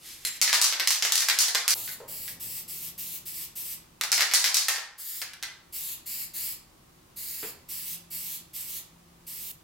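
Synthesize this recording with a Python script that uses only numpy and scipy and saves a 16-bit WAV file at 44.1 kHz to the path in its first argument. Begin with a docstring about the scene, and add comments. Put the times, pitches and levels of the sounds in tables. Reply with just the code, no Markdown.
"""A sleeve slides and a tin clinks twice; then its mixing ball cracks against both ends and skitters, until a sudden break.
A hum and a drone set in over the room's rumble; a sole scuffs and squeaks among puffs of turbulent hiss from a nozzle.
The floor, a few centimetres away, reflects each puff and colours it as the hand moves; the ball is shaken once more.
More puffs move to the right, with a knock on the floor; the last one drops suddenly.
A bare studio rings throughout; gain control ducks the background under each shaking and lets it creep back."""
import sys
import numpy as np
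from scipy import signal
from scipy.fft import rfft, irfft
from scipy.io import wavfile
from scipy.ndimage import uniform_filter1d, minimum_filter1d

SR = 44100
rng = np.random.default_rng(int(sys.argv[2]) if len(sys.argv) > 2 else 0)


def persist_wave(psi):
    """Save psi, clipped to +-1, as 16-bit WAV."""
    counts = np.round(np.clip(psi, -1, 1) * 32767).astype(np.int16)
    wavfile.write(sys.argv[1], SR, np.atleast_2d(counts).T)


N = 424683
T = np.arange(N) / SR
# the first shaking breaks off here; hum and drone set in
BREAK_S = 1.741
LEFT_RIGHT = np.array([[1], [-1]])

# Modes of the tin. Each row: frequency in Hz, relative level in dB, t60 in seconds.
TIN_MODES = [(1966, -7, 0.26), (4180, 5.5, 0.072), (7500, -7, 0.2), (7380, 1.5, 0.21), (9400, 0, 0.088),
             (9335, -19, 0.16), (10700, 5, 0.079), (11860, -24, 0.15)]
# Colour of a sliding sleeve, also of the tick of a tap. 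Each row: frequency in Hz, level in dB.
SLEEVE_COLOUR = [(200, -32), (700, -16), (1200, -12.5), (2100, 1), (5000, 2), (8000, 0.5), (12500, 1.5),
                 (16000, -10)]


def amp(db):
    """Decibels to gain."""
    return 10 ** (np.asarray(db) / 20)


def unit(x):
    """Scale to rms 1."""
    return x / np.sqrt(np.mean(x ** 2))


def along(points, hz):
    """Read (Hz, value) points on a log-frequency axis."""
    f, value = np.transpose(points)
    return np.interp(np.log(np.maximum(hz, 1)), np.log(f), value)


def causal(gain):
    """Minimum-phase frequency response with the given gains, by folding the cepstrum."""
    cepstrum = irfft(np.log(gain))
    half = len(cepstrum) // 2
    cepstrum[1:half] *= 2
    cepstrum[half + 1:] = 0
    return np.exp(rfft(cepstrum))


def colour(x, points, size=1024):
    """Filter with the given (Hz, dB) shape; white noise keeps its power."""
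    gain = amp(along(points, np.fft.rfftfreq(size, 1 / SR)))
    response = irfft(causal(gain))
    return signal.fftconvolve(x, response / np.linalg.norm(response))[:len(x)]


def add(track, s, x):
    """Mix x into the track at time s."""
    i = int(s * SR)
    track[..., i:i + x.shape[-1]] += x[..., :N - i]


def walk(rate_hz, size=N):
    """Smooth random drift with a spread near 1."""
    k = max(int(SR / rate_hz), 1)
    steps = np.repeat(rng.standard_normal(size // k + 1), k)
    return uniform_filter1d(steps, k)[:size]


def fade(t, t60_s):
    """Decay by 60 dB in t60_s."""
    return amp(-60 * t / t60_s)


def ball(wet_db=3.0, wet_db_per_db=0.1):
    """The ball strikes base, dome and side wall; at each stroke it bounces in ever shorter, weaker hops."""
    # Strokes of the ball. Each row: start in seconds, force in dB, place from 0 = bright base # through about
    # 0.75 = hollow dome to 1 = a graze along the side wall, time to the first rebound in seconds.
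    strokes = [(.415, 0.5, 0.38, 0.0094), (0.4766, -5.5, 1, 0.017), (0.5295, 2.5, 0.77, 0.014),
               (0.6152, 1.5, 0.14, 0.027), (0.7248, -7.5, 1, 0.0082), (0.7978, -4.5, 0.95, 0.0052),
               (0.874, 1.5, 0.34, 0.032), (1.0241, -0.5, 0.82, 0.026), (1.1217, -2.5, 0.083, 0.034),
               (1.1784, -6, 0.18, .027), (1.2209, -8.5, 0.73, 0.007), (1.2861, 0, 0.85, 0.013),
               (1.3882, 0.5, .1, 0.017), (1.4828, -7.5, 0.66, 0.0044), (1.5487, -2, 0.92, 0.0051),
               (1.6796, -0.5, .1, 0.027), (1.8775, -33.5, 1, 0.013), (2.2795, -35.5, 0.78, 0.0049),
               (4.0114, -12.5, 0.76, 0.025), (4.118, 0, 0.44, 0.0098), (4.1787, -6, 1, .016),
               (4.2072, -1, 0.85, 0.014), (4.3134, -12, 1, 0.0082), (4.337, 4.5, 0.43, .01),
               (4.4424, 1.5, 0.79, .017), (4.5443, -1, 0.1, 0.025), (4.6839, -1.5, .75, 0.0037),
               (4.7604, -15, 1, 0.021), (5.217, -18.5, 0.8, .006), (5.3343, -31.5, .75, 0.0038),
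               (5.4268, -20.5, 0.73, 0.0076)]
    # First contact and rebounds. Each entry: level in dB.
    contact_levels = [0, -2, -14]
    restitution = .62  # each hop takes this share of the time of the last
    out = np.zeros((2, N))
    for s, force_db, place, rebound_s in strokes:
        can = np.zeros(SR)
        for k, contact_db in enumerate(contact_levels):
            delay_s = rebound_s * np.sum(restitution ** np.arange(k))
            add(can, delay_s, amp(contact_db) * blow(force_db, place))
        wet = studio(can, wet_db + wet_db_per_db * force_db)
        add(out, s, until_break(wet, s))
    return out


def until_break(x, s):
    """A sound that starts at s in the first shaking ends where that breaks off."""
    return x[:, :int((BREAK_S - s) * SR)] if s < BREAK_S else x


def blow(force_db, place, spot_db=1.5):
    """One hit of the ball: from base through dome to wall the crack fades and the clack grows; harder hits
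    skitter more."""
    # Colour of the bright crack. Each row: frequency in Hz, level in dB.
    crack_colour = [(200, -48.5), (700, -21.5), (1500, -13), (3200, -6.5), (4500, 0.5), (5700, 1.5),
                    (8000, -2.5), (9500, -4), (11500, -5.5), (14000, -10.5), (16000, -11.5)]
    # Colour of the hollow clack. Each row: frequency in Hz, level in dB.
    clack_colour = [(150, -52), (350, -18.5), (700, -9), (1300, -4.5), (1950, 1.5), (3100, -1.5),
                    (5100, 1.5), (6300, -8.5), (7800, -7.5), (9200, -33), (12300, -4.5), (16000, -26)]
    bright_db = 21.5 - 12 * place ** 2
    hollow_db = 3.0 + 14.5 * place
    hop_db = -10 + 0.76 * force_db
    crack = amp(bright_db) * contact(ring_s=0.0012, skitter_db=hop_db, skitter_s=0.041)
    clack = amp(hollow_db) * contact(ring_s=0.0015, skitter_db=hop_db, skitter_s=0.0081)
    # the lowest mode rings too, its pitch drawn anew per blow for where the paint lies
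    body_hz = TIN_MODES[0][0] * (1 + .04 * rng.standard_normal())
    body_db = hollow_db - 32 - 0.27 * force_db
    can = amp(body_db) * ring(body_hz, t60_s=0.07, waver_hz=303)
    # each spot on the tin favours other frequencies
    for burst, shape in ((crack, crack_colour), (clack, clack_colour)):
        spot = [(hz, db + spot_db * rng.standard_normal()) for hz, db in shape]
        add(can, 0, colour(burst, spot))
    return amp(force_db) * can


def contact(ring_s, skitter_db, skitter_s, scatter_db=4, size=8192):
    """One contact: a short, damped noise burst, repeated by smaller scattered hops that die away."""
    t = T[:size]
    hop_now = rng.random(size) < 600 / SR  # 600 hops per second on average
    hop_level = amp(skitter_db + scatter_db * rng.uniform(-2.8, 1, size))
    hops = hop_now * hop_level * np.exp(-t / skitter_s)
    hops[0] = 1
    burst = rng.standard_normal(size) * np.exp(-t / ring_s)
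    spectrum = rfft(hops) * rfft(burst)
    # a hard contact feeds all frequencies evenly
    smooth_gain = np.sqrt(uniform_filter1d(np.abs(spectrum) ** 2, size=32))
    return irfft(spectrum / causal(smooth_gain))


def ring(hz, t60_s, waver_hz, size=16384):
    """A fading mode of the tin; the paint sloshing inside makes its pitch waver."""
    phase = 2 * np.pi * np.cumsum(hz + waver_hz * walk(400, size)) / SR
    return fade(T[:size], t60_s) * np.sin(phase)


def spray():
    """Turbulent hiss of the nozzle plus its reflection off the floor; the valve snaps open and eases shut."""
    # Puffs. Each row: valve opens in seconds, closes in seconds, level in dB before trim,
    # swell in the middle in dB, nozzle height at mid-puff in cm.
    puffs = [(1.727, 1.917, -36, 1, 5.4), (2.076, 2.301, -37.5, -0.5, 6.5), (2.396, 2.589, -35.5, -2, 6.4),
             (2.676, 2.867, -36, -1, 6.05), (2.976, 3.15, -35.5, -1.5, 5.9), (3.253, 3.429, -34.5, -3, 6),
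             (3.553, 3.722, -35.5, -1, 6.1), (4.977, 5.212, -32.5, 4.5, 10.3), (5.723, 5.917, -34, -1, 5.6),
             (6.057, 6.232, -35.5, 2.5, 7.1), (6.334, 6.519, -37, 5.5, 7.15), (7.159, 7.479, -37, 2, 7.4),
             (7.684, 7.929, -36, -0.5, 6.2), (8.102, 8.351, -35, -1.5, 6.1),
             (8.531, 8.763, -35.5, -2, 6.05), (9.264, 9.518, -39.5, 1.5, 6.4)]
    # Colour of the jet before the low cut. Each row: frequency in Hz, level in dB.
    jet_colour = [(300, -52), (900, -21), (1500, -20), (2100, -12), (3200, -12), (4500, -4), (5900, -10.5),
                  (7700, -5), (9100, -9.5), (10500, -4), (12700, -0.5), (14300, -2), (16000, -2)]
    open_s, close_s, trim_db = 0.0096, 0.031, -1.07
    spit_db, shut_db, spit_s = 3.5, 1, 0.037  # the jet spits at opening and at shutting
    flutter_db, sputter_db = 1.2, 1.0
    sink_cm_per_s, tremble_cm, sound_cm_per_s = 2.4, 0.43, 34300
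    reflection = .33  # share of the hiss that the floor throws back
    low_cut = [(hz, db - 2 * (hz < 6500)) for hz, db in jet_colour]
    out = np.zeros(N)
    for on_s, off_s, level_db, swell_db, mid_height_cm in puffs:
        length_s = off_s - on_s
        t = T[:int((length_s + .2) * SR)]
        jet = colour(rng.standard_normal(len(t)), low_cut)
        # the hand sinks and trembles: the comb of the reflection slides through the hiss
        height_cm = mid_height_cm - sink_cm_per_s * (t - length_s / 2) + tremble_cm * walk(12.5, len(t))
        lag_s = 2 * height_cm / sound_cm_per_s
        # oversampled for fractional delays
        fine = signal.resample_poly(jet, 4, 1)
        fine_t = np.linspace(0, len(t) / SR, len(fine), endpoint=False)
        jet = jet + reflection * np.interp(t - lag_s, fine_t, fine)
        opening = 1 - np.exp(-t / open_s)
        closing = np.exp(-(np.maximum(t - length_s, 0) / close_s) ** 2)
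        db = level_db + trim_db + swell_db * np.sin(np.pi * np.minimum(t / length_s, 1))
        db = db + spit_db * np.exp(-t / spit_s) + shut_db * np.exp(-np.abs(t - length_s) / spit_s)
        db = db + flutter_db * walk(44.2, len(t)) + sputter_db * walk(900, len(t))
        add(out, on_s, jet * opening * closing * amp(db))
    return out


def clinks(ring_db=-11, tick_db=23):
    """A light tap leaves the wall of the tin free to ring."""
    # Light taps. Each row: start in seconds, level in dB before the ring and tick offsets.
    taps = [(.250, -20.5), (.271, -24.5)]
    out = np.zeros(N)
    for s, db in taps:
        for hz, mode_db, t60_s in TIN_MODES:
            add(out, s, amp(db + ring_db + mode_db) * ring(hz, t60_s, waver_hz=134))
        tick = contact(ring_s=0.0096, skitter_db=-11.5, skitter_s=0.012)
        add(out, s, amp(db + tick_db) * colour(tick, SLEEVE_COLOUR))
    return out


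def handling(sleeve_db=-44, squeak_db=-41.5, scuff_db=-18, knock_db=-10):
    """A sleeve slides as the can is lifted (noise), a sole scuffs (bursts) and squeaks (sine), the floor knocks."""
    # Colour of a scuffing sole. Each row: frequency in Hz, level in dB.
    sole_colour = [(100, -21), (300, -7), (550, -2.5), (900, -1), (1500, -10), (4000, -24)]
    # Colour of a knock on the floor. Each row: frequency in Hz, level in dB.
    knock_colour = [(100, -18), (250, -6.5), (390, 3), (600, -11), (1300, -11.5), (2000, -9), (3500, -13),
                    (9000, -39)]
    slide_db = np.interp(T, [0, .06, .12, .2, .37, .45], [-16, -1, -1.5, -10, 2.0, -74])
    out = colour(rng.standard_normal(N), SLEEVE_COLOUR) * amp(sleeve_db + slide_db)

    t = T[:int(.085 * SR)]
    squeak_hz = np.interp(t, [0, .035, .08], [490, 630, 580]) * (1 + 0.11 * walk(400, len(t)))
    squeak = np.sin(2 * np.pi * np.cumsum(squeak_hz) / SR) * fade(t, 0.23)
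    add(out, 2.002, amp(squeak_db) * squeak)
    for s in (1.756, 2.002):
        scuff = contact(ring_s=0.017, skitter_db=-14, skitter_s=0.079)
        add(out, s, amp(scuff_db) * colour(scuff, sole_colour))

    knock = contact(ring_s=0.022, skitter_db=-25.0, skitter_s=0.035)
    add(out, 7.428, amp(knock_db) * colour(knock, knock_colour))
    return out


def room_tone(air_db=-59, side_db=-0.7, hum_trim_db=0.5, hum_hz=171, drone_hz=110):
    """Steady rumble and faint hiss (coloured noise), a wavering sine hum and a low drone of narrow noise."""
    # Colour of the room's air. Each row: frequency in Hz, level in dB.
    air_colour = [(15, -40), (25, -8), (133, -11.5), (169, -8.5), (198, -16), (246, -11.5), (267, -20.5),
                  (340, -10.5), (445, -25), (482, -20.5), (582, -23.5), (1170, -21), (1450, -26.5),
                  (15500, -33.5)]
    # The hum swells and sinks. Each row: time in seconds, level in dB before trim.
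    hum_levels = [(1.8, -66.5), (3.1, -55.5), (3.69, -75), (3.77, -68), (4.38, -78), (7.51, -74),
                  (7.95, -57.5), (8.84, -67.5), (8.93, -57.5), (9.6, -68)]
    # The drone comes and goes. Each row: time in seconds, level in dB.
    drone_levels = [(1.74, -63.5), (2.4, -57), (3.3, -68.5), (4, -70)]
    mid, side = (colour(rng.standard_normal(N), air_colour, size=8192) for _ in range(2))
    # long waves reach both channels alike
    side = colour(side, [(30, -26.5), (120, -17), (500, -1.5), (4000, -2.5)], size=4096)
    air = (mid + amp(side_db) * side * LEFT_RIGHT) * amp(air_db)

    hum_db = hum_trim_db + np.interp(T, *np.transpose(hum_levels)) + 2 * walk(10)
    hum = np.sin(2 * np.pi * np.cumsum(hum_hz + 4 * walk(21)) / SR) * amp(hum_db)

    drone_colour = [(drone_hz / 2, -18), (drone_hz, 0), (drone_hz * 2, -9), (1000, -22), (4000, -60)]
    drone = colour(rng.standard_normal(N), drone_colour, size=8192)
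    drone = drone * amp(np.interp(T, *np.transpose(drone_levels)))
    return air + (hum + drone) * (T > BREAK_S)


def studio(x, wet_db, early_db=3, size=24576):
    """Direct sound plus decaying noise echoes per band; the channels differ more towards the treble."""
    # Reverberation of the room. Each row: band centre in Hz, t60 in seconds.
    decays = [(200, 0.32), (800, 0.64), (2000, 0.47), (5500, 0.38), (10000, 0.28), (16000, 0.19)]
    t, hz = T[:size], np.fft.rfftfreq(size, 1 / SR)
    # the first echoes off floor and furniture are few and strong
    sparse = np.exp(-t / .018)
    spikes = np.exp(sparse * rng.standard_normal(size) - sparse ** 2)
    echoes = rng.standard_normal((2, size)) * spikes * amp(early_db * sparse)
    spectrum, tail = rfft(echoes), 0
    for centre_hz, t60_s in decays:
        band = along([(f, f == centre_hz) for f, _ in decays], hz)
        mid, side = irfft(spectrum * band) * fade(t, t60_s)
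        width = amp(along([(800, -10.5), (2000, -5.5), (5500, 0.0), (12000, 2)], centre_hz))
        tail = tail + np.array([mid + width * side, mid - width * side]) / np.hypot(1, width)
    onset = np.clip(t / 0.0014, 0, 1)
    response = amp(wet_db) * unit(tail * onset) / np.sqrt(size)
    response[:, 0] += 1  # direct sound
    return signal.fftconvolve(x[None], response, axes=1)[:, :N]


def gain_control(x, threshold_db=-27, squeeze=0.62, recover_db_per_s=12):
    """Take a share of the excess off loud sound within milliseconds, then creep back up; the background ducks."""
    size = int(.008 * SR)
    power = uniform_filter1d(np.mean(x ** 2, axis=0), size)
    level_db = 10 * np.log10(np.maximum(power, 1e-12))
    wanted_db = squeeze * np.maximum(level_db - threshold_db, 0)
    recovery_db = recover_db_per_s * T[:x.shape[1]]
    # running maximum against a ramp: the cut shrinks at the recovery rate
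    cut_db = np.maximum.accumulate(wanted_db + recovery_db) - recovery_db
    return x * amp(-uniform_filter1d(cut_db, size // 2))


def scene(stop_s=9.516, stop_db=-10):
    """All sources in the one room; the hiss drops suddenly at stop_s."""
    # the spraying hand works its way from left to right
    lean_db = np.interp(T, [6.3, 7.2], [.5, -1.3])
    hiss = studio(spray(), wet_db=0.0) * amp(LEFT_RIGHT * lean_db / 2)
    hiss = hiss * amp(stop_db * (T > stop_s))
    return ball() + hiss + studio(clinks() + handling(), wet_db=-1.5) + room_tone()


def record(dry, ceiling=.75, top_hz=15850):
    """Gain control, starting afresh at the break; a fast limiter holds down the hardest blows; the top is cut."""
    parts = np.split(dry, [int(BREAK_S * SR)], axis=1)
    even = np.hstack([gain_control(part) for part in parts])
    size = int(.001 * SR)
    gain = ceiling / np.maximum(np.abs(even).max(axis=0), ceiling)
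    held = even * uniform_filter1d(minimum_filter1d(gain, size), size)
    low_pass = signal.ellip(10, .2, 70, top_hz, fs=SR, output="sos")
    return signal.sosfilt(low_pass, held)


dry = scene()
out = record(dry)
persist_wave(out)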